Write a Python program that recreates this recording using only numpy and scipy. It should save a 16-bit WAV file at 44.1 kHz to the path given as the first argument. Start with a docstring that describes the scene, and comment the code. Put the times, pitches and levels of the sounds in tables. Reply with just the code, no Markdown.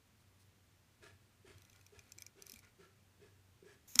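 """A pocket watch is worked by hand close to the microphone, in a quiet room with a low hum.
After one second, soft, evenly paced scuffs begin behind it, perhaps slippered steps.
From about 1.6 to 2.7 s, fingers rub the case while the pawl (a tiny lever) clicks over the teeth
of the ratchet wheel in uneven runs, and each click makes the metal ring.
Just before the end, at about 3.9 s, a bright hiss starts and a catch snaps home."""
import sys
import numpy as np
from scipy import signal
from scipy.fft import rfft, irfft
from scipy.io import wavfile
from scipy.ndimage import uniform_filter1d

SR = 44100
rng = np.random.default_rng(int(sys.argv[2]) if len(sys.argv) > 2 else 0)


def unload_wav(signal):
    """Save mono or channel-first audio to the path in sys.argv[1] as 16-bit WAV at rate SR, clipped to [-1, 1]."""
    wavfile.write(
        sys.argv[1],
        SR,
        np.round(np.clip(np.atleast_2d(signal).T, -1, 1) * 32767).astype(np.int16),
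    )


N = 176400  # 4 seconds


def amp(db):
    """Turns decibels (dB) into a number to multiply by."""
    return 10 ** (np.asarray(db) / 20)


def evened(x):
    """Scales a sound to an average level (rms) of 1."""
    return x / np.sqrt(np.mean(x ** 2) + 1e-30)


def unit(x):
    """Scales a sound to a total energy of 1."""
    return x / (np.linalg.norm(x) + 1e-20)


def sized(x, db):
    """Sets the level of a click, as if its energy were spread over 7.5 ms."""
    return unit(x) * amp(db) * np.sqrt(.0075 * SR)


def add(mix, start_s, sound):
    """Mixes a sound in at the given time."""
    part = mix[max(round(start_s * SR), 0):][:len(sound)]
    part += sound[:len(part)]


def band(hz, width_hz):
    """Noise gathered around one pitch, at an average level of 1."""
    freqs = np.fft.rfftfreq(N, 1 / SR)
    return evened(irfft(rfft(rng.standard_normal(N)) / (1 + (2 * (freqs - hz) / width_hz) ** 2), N))


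def noise(colour, peaks=()):
    """Noise with a colour (its balance of low and high) and any peaks that ring in it."""
    hz, db = np.transpose(colour)
    freqs = np.fft.rfftfreq(N, 1 / SR)
    gain = amp(np.interp(np.log(freqs + 1), np.log(hz + 1), db))
    hiss = evened(irfft(rfft(rng.standard_normal(N)) * gain, N))
    return evened(hiss + sum(amp(level) * band(pitch, width) for pitch, width, level in peaks))


def grainy(x, grain_db):
    """Roughens a noise with grains about 2 ms long."""
    grains = evened(uniform_filter1d(rng.standard_normal(N), size=80))
    return evened(x * amp(grain_db * grains))


def rippled(x):
    """Reflections make random patches of pitch, about 100 Hz wide, louder or softer."""
    spectrum = rfft(x)
    patches = evened(uniform_filter1d(rng.standard_normal(len(spectrum)), size=400))
    return evened(irfft(spectrum * amp(3 * patches), N))


def swell(age, rise_s, hold_s, fall_s):
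    """A loudness curve that rises, holds and dies away."""
    return np.clip(age / rise_s, 0, 1) * np.exp(-np.maximum(age - rise_s - hold_s, 0) / fall_s)


def ring(tones, t):
    """Struck metal: each tone fades by 60 dB in t60 seconds; its dB is the height of its resonance."""
    return sum((-1) ** k * amp(db - 60 * t / t60) * 2 * np.log(1000) / (t60 * SR)
               * np.cos(2 * np.pi * hz * t) for k, (hz, db, t60) in enumerate(tones))


def thud(hz, db, t60, rise_s):
    """One tone that starts softly and fades by 60 dB in t60 seconds."""
    t = np.arange(SR // 4) / SR
    return amp(db - 60 * t / t60) * (1 - np.exp(-t / rise_s)) * np.sin(2 * np.pi * hz * t)


def friction(strokes, colour, edge_s, grain_db, peaks=()):
    """Short strokes of grainy noise, each fading in and out over edge_s."""
    t = np.arange(N) / SR
    level = sum(amp(db) * np.clip(np.minimum(t - start, start + length - t) / edge_s + .5, 0, 1)
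                for start, length, db in strokes)
    return level * grainy(noise(colour, peaks), grain_db)


def room(x):
    """The table and walls add a faint, short echo that begins after 3 ms."""
    t = np.arange(SR // 4) / SR
    tail = unit(rng.standard_normal(len(t)) * amp(-60 * t / .08) * (t > .003))
    return x + amp(-18) * signal.fftconvolve(x, tail)[:N]


# The colour of the room's hiss. Each row: pitch in Hz, relative level in dB.
AIR_COLOUR = [(20, -12), (30, -13), (44, -18), (64, -10.5), (95, -10), (148, -16), (219, -15.5),
              (260, -18.5), (614, -25.5), (1580, -27), (2500, -28), (4810, -32), (6200, -32), (9000, -35),
              (15000, -38)]
# The tones of the room's hum. Each row: pitch in Hz, level in dB.
HUM_TONES = [(95, -73.5), (120, -80)]
def background():
    """Even hiss and a low, steady hum that wavers a little."""
    t, hum = np.arange(N) / SR, np.zeros(N)
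    for hz, db in HUM_TONES:
        tone = np.sin(2 * np.pi * (hz * t + rng.random()))
        hum += amp(db) * evened(tone + 0.49 * band(hz, width_hz=16))
    return amp(-71) * noise(AIR_COLOUR) + hum


# The colour of the brushing hiss. Each row: pitch in Hz, relative level in dB.
SCUFF_COLOUR = [(150, 6), (500, -0.5), (780, -8), (1100, -1.5), (1500, -1), (2500, -1), (2850, -4.5),
                (3250, -6), (4900, -6.5), (6000, -7.5), (9500, -11), (15000, -27)]
# Peaks in that hiss. Each row: pitch in Hz, width in Hz, level in dB against the hiss.
SCUFF_PEAKS = [(636, 140, -9), (933, 45, -16), (2080, 70, -18), (2420, 470, -12), (3150, 840, -10.5)]
# The scuffs. Each row: start in seconds, note pitch in Hz, levels of the note, thud and hiss in dB,
# hiss rise time in seconds, levels of the lower and upper hollow tones in dB against the hiss.
SCUFFS = [(1.014, 399, -67.5, -74, -60.5, 0.02, -11, -4), (1.443, 395, -64.5, -73, -62.5, 0.037, -13, -8),
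          (1.921, 414, -67, -75, -68.5, 0.025, -13, -12),
          (2.356, 389, -66.5, -67, -67.5, 0.031, -19, -10.5),
          (2.783, 386, -65.5, -56, -67, 0.027, -5, -8.5), (3.196, 403, -64, -59.5, -69, 0.032, -16, -5.5),
          (3.624, 397, -61.5, -58, -65.5, 0.062, -17, -3.5)]
def scuffs():
    """Each scuff is a low note, a swell of hollow brushing hiss and the dull thud of weight under it."""
    t, out = np.arange(N) / SR, np.zeros(N)
    brush = grainy(noise(SCUFF_COLOUR, SCUFF_PEAKS), grain_db=1.8)
    lower, upper = band(1357, width_hz=86), band(1690, width_hz=150)
    for start, hz, note_db, thud_db, hiss_db, rise_s, lower_db, upper_db in SCUFFS:
        shape = swell(t - start, rise_s=0.0044, hold_s=0.038, fall_s=0.052)
        out += amp(note_db) * unit(shape * band(hz, width_hz=64)) * np.linalg.norm(shape)
        hiss = evened(rippled(brush) + amp(lower_db) * lower + amp(upper_db) * upper)
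        out += amp(hiss_db) * hiss * swell(t - start, rise_s, hold_s=0.039, fall_s=0.042)
        add(out, start, thud(hz=169, db=thud_db, t60=0.22, rise_s=0.028))
    return out


# Dull finger bumps. Each row: start in seconds, pitch in Hz, level in dB.
BUMPS = [(1.122, 92, -56), (1.556, 97, -52), (1.975, 91.5, -54), (2.166, 343, -62), (2.491, 398, -62),
         (2.532, 225, -55), (2.56, 64, -57)]
def finger_bumps():
    """Fingers bump the watch as they shift their grip."""
    out = np.zeros(N)
    for start, hz, db in BUMPS:
        add(out, start, thud(hz, db, t60=0.11, rise_s=0.0029))
    return out


# Finger strokes. Each row: start in seconds, length in seconds, level in dB.
RUBS = [(1.55, 0.15, -76), (1.74, 0.075, -71), (1.98, 0.15, -73.5), (2.165, 0.13, -71.5),
        (2.46, 0.144, -74.5), (2.626, 0.035, -65), (2.66, 0.042, -70.5), (3.964, 0.0094, -47)]
# The colour of the rubbing. 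Each row: pitch in Hz, relative level in dB.
RUB_COLOUR = [(200, 5), (700, -9), (1100, -4), (1500, -7), (1900, -3), (2300, -2), (3000, -11), (6000, -12),
              (9000, -19), (15000, -34)]
# Where the rubbed case rings. Each row: pitch in Hz, width in Hz, level in dB against the rubbing.
RUB_PEAKS = [(1430, 60, -8), (2024, 76, -8.5), (2330, 160, -9.5)]
def finger_rubs():
    """Fingers rub the case, which rings faintly under them."""
    return friction(RUBS, RUB_COLOUR, edge_s=0.032, grain_db=4.0, peaks=RUB_PEAKS)


# Drags inside the watch. Each row: start in seconds, length in seconds, level in dB.
DRAGS = [(.2, 0.024, -79), (.395, 0.039, -74), (1.57, 0.68, -80.5), (1.98, 0.14, -98), (2.458, 0.057, -67),
         (2.515, 0.09, -70)]
# The colour of the dragging. Each row: pitch in Hz, relative level in dB.
DRAG_COLOUR = [(1000, -18), (2400, -8), (3000, -11), (4200, -0.5), (5600, -4.5), (7800, -6), (9700, -4),
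               (14500, -13)]
def mechanism_drag():
    """Parts of the mechanism drag with a faint, dry scrape."""
    return friction(DRAGS, DRAG_COLOUR, edge_s=0.013, grain_db=3.0)


# The bright hiss around the snap. Its one row: start in seconds, length in seconds, level in dB.
HISSES = [(3.878, 0.14, -58.5)]
# The colour of that hiss. Each row: pitch in Hz, relative level in dB.
HISS_COLOUR = [(300, -18), (1500, -24), (2300, -15), (3000, -19), (4800, -19), (5900, -10.5), (6400, -7),
               (7000, -4.5), (7800, -19), (10300, -17), (11800, -9.5), (15000, -14)]
def bright_hiss():
    """A smooth, bright hiss starts just before the snap and runs through it."""
    return friction(HISSES, HISS_COLOUR, edge_s=.009, grain_db=0.5)


# The tones of the case. Each row: pitch in Hz, relative level in dB, seconds to fade by 60 dB.
CASE_TONES = [(640, -6.5, 0.017), (940, -15.5, 0.0037), (1283, -6, 0.011), (2300, -2.5, 0.011),
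              (3220, -1, 0.015), (4100, -3, 0.007), (4860, -3, 0.011), (5150, 2.5, 0.0052),
              (5670, 4, 0.0045), (7100, 2, 0.0023), (7490, 2, 0.0049), (8100, -9, 0.0056),
              (9700, -6, 0.0038), (10560, -7.5, 0.0043), (12200, -3, 0.0094), (14200, -15, 0.0039)]
# Hits of the catch. Each row: start in seconds, level of the bright tones in dB, bounce delay in
# seconds, bounce as a share of the hit, rattle in dB against the hit, level of the low tones in dB.
SNAPS = [(3.954, -54, .0005, 0.25, -26, -60), (3.9565, -35.5, 0.00076, 0.19, -29, -49),
         (3.9886, -47, .0005, .3, -25, -60), (3.9915, -19, .00087, 0.5, -6, -25.5)]
def catch_snap():
    """At each hit the catch bounces once and rattles, ringing the case; letting go jolts the watch."""
    out, t = np.zeros(N), np.arange(1024) / SR
    split_hz, rattle_s = 4300, 0.006
    bright = [tone for tone in CASE_TONES if tone[0] > split_hz]
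    low = [tone for tone in CASE_TONES if tone[0] <= split_hz]
    for start, bright_db, bounce_s, bounce, rattle_db, low_db in SNAPS:
        force = amp(rattle_db) * unit(rng.standard_normal(len(t)) * np.exp(-(t / rattle_s) ** 4))
        force[0] += 1  # the hit itself
        add(force, bounce_s, np.array([bounce]))
        for tones, db in ((bright, bright_db), (low, low_db)):
            add(out, start, sized(signal.fftconvolve(force, ring(tones, t)), db))
    jolt = thud(hz=243, db=-40.5, t60=0.09, rise_s=0.0037)
    add(out, start_s=3.9565, sound=jolt)
    return out


# The tones of the mechanism. Each row: pitch in Hz, relative level in dB, seconds to fade by 60 dB.
MECHANISM_TONES = [(3290, -8, 0.015), (4130, 1.5, 0.012), (5200, -6, 0.006), (5860, 0, 0.004),
                   (6270, 2, 0.008), (7400, 7, 0.0084), (8440, -1.5, 0.0027), (9760, 2, 0.011),
                   (11850, -9, 0.0028), (14000, -2, 0.0044)]
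# The three pitch ranges of a click: body, ping and bright tick. Each row: bottom in Hz, top in Hz.
CLICK_RANGES = [(2900, 4500), (4700, 6700), (6800, 15500)]
# The pawl dropping off each tooth. Each row: start in seconds, chatter time in seconds,
# pitch of the case in Hz, then levels of the case, body, ping and bright tick in dB.
TEETH = [(1.5818, 0.0017, 2200, -84, -67.5, -67, -67.5), (1.62, 0.0016, 2510, -77, -67, -65, -68),
         (1.65, 0.0021, 2480, -76, -68.5, -65, -70), (1.6973, 0.0028, 2590, -75, -67.5, -64, -68),
         (1.7296, 0.0033, 2380, -73, -70, -66.5, -70), (1.76, 0.0031, 2350, -76, -68, -66, -69),
         (1.811, 0.0034, 2540, -71, -70, -67.5, -70.5), (1.864, 0.0045, 2440, -68, -68, -60, -65),
         (1.9912, 0.0031, 2440, -60.5, -66, -57.5, -64.5), (2.0927, 0.0018, 2400, -80, -82, -73, -83),
         (2.12, 0.0022, 2510, -65.5, -69, -50, -55.5), (2.179, 0.0028, 2400, -79, -81, -65.5, -68),
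         (2.1849, 0.00065, 2330, -61.5, -77, -50, -57.5), (2.204, 0.0093, 2350, -70, -70, -65, -63),
         (2.2211, 0.0016, 2300, -60, -58, -48.5, -52.5), (2.2644, 0.0022, 2330, -63, -74, -51.5, -57.5),
         (2.4222, 0.0008, 2440, -67, -77, -50.5, -53.5), (2.467, 0.00063, 2370, -67, -77, -53.5, -55),
         (2.4967, 0.00062, 2500, -65, -68, -52.5, -53.5), (2.519, 0.0014, 2420, -71, -70, -53, -54),
         (2.538, 0.0037, 2510, -68, -60, -56, -57), (2.5594, 0.0028, 2380, -62, -67, -76, -60),
         (2.569, .003, 2360, -68, -78, -78, -78), (2.5907, 0.0031, 2280, -67.5, -79, -61, -61),
         (2.648, .002, 2010, -78, -84, -69, -74)]
def ratchet():
    """The pawl hits each tooth and chatters for a moment, ringing the mechanism and the case."""
    out, t = np.zeros(N), np.arange(2048) / SR
    for start, chatter_s, case_hz, case_db, *range_dbs in TEETH:
        force = rng.standard_normal(len(t)) * np.exp(-(t / chatter_s) ** 2)
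        force[0] = 4.9  # the first contact is stronger than the chatter
        detuned = [(hz * (1 + .01 * rng.standard_normal()), db, t60) for hz, db, t60 in MECHANISM_TONES]
        metal = unit(ring(detuned, t))
        metal[0] += 0.46  # the dry part of the click, with no pitch
        click = signal.fftconvolve(force, metal)
        for edges_hz, db in zip(CLICK_RANGES, range_dbs):
            band_pass = signal.butter(2, edges_hz, "band", fs=SR, output="sos")
            add(out, start, sized(signal.sosfilt(band_pass, click), db))
        add(out, start, sized(thud(case_hz, db=0, t60=0.014, rise_s=chatter_s), case_db))
    return out


def scene():
    """The watch in front, the scuffs and the room behind, in one channel."""
    fingers = finger_rubs() + finger_bumps()
    hisses = mechanism_drag() + bright_hiss()
    clicks = room(ratchet()) + room(catch_snap())
    return (clicks + hisses + fingers + scuffs() + background())[None]


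def record(dry):
    """The microphone cuts deep rumble, softens one narrow high band and drops the highest treble."""
    rumble_hz, dip_hz, dip_share, top_hz = 38.7, 10360, 0.62, 15400
    x = signal.sosfilt(signal.butter(2, rumble_hz, "high", fs=SR, output="sos"), dry)
    notched = signal.lfilter(*signal.iirnotch(dip_hz, Q=47, fs=SR), x)
    dipped = x + dip_share * (notched - x)
    low_pass = signal.firwin(301, top_hz, window=("kaiser", 8), fs=SR)
    return signal.oaconvolve(dipped, low_pass[None], "same")


dry = scene()
out = record(dry)
unload_wav(out)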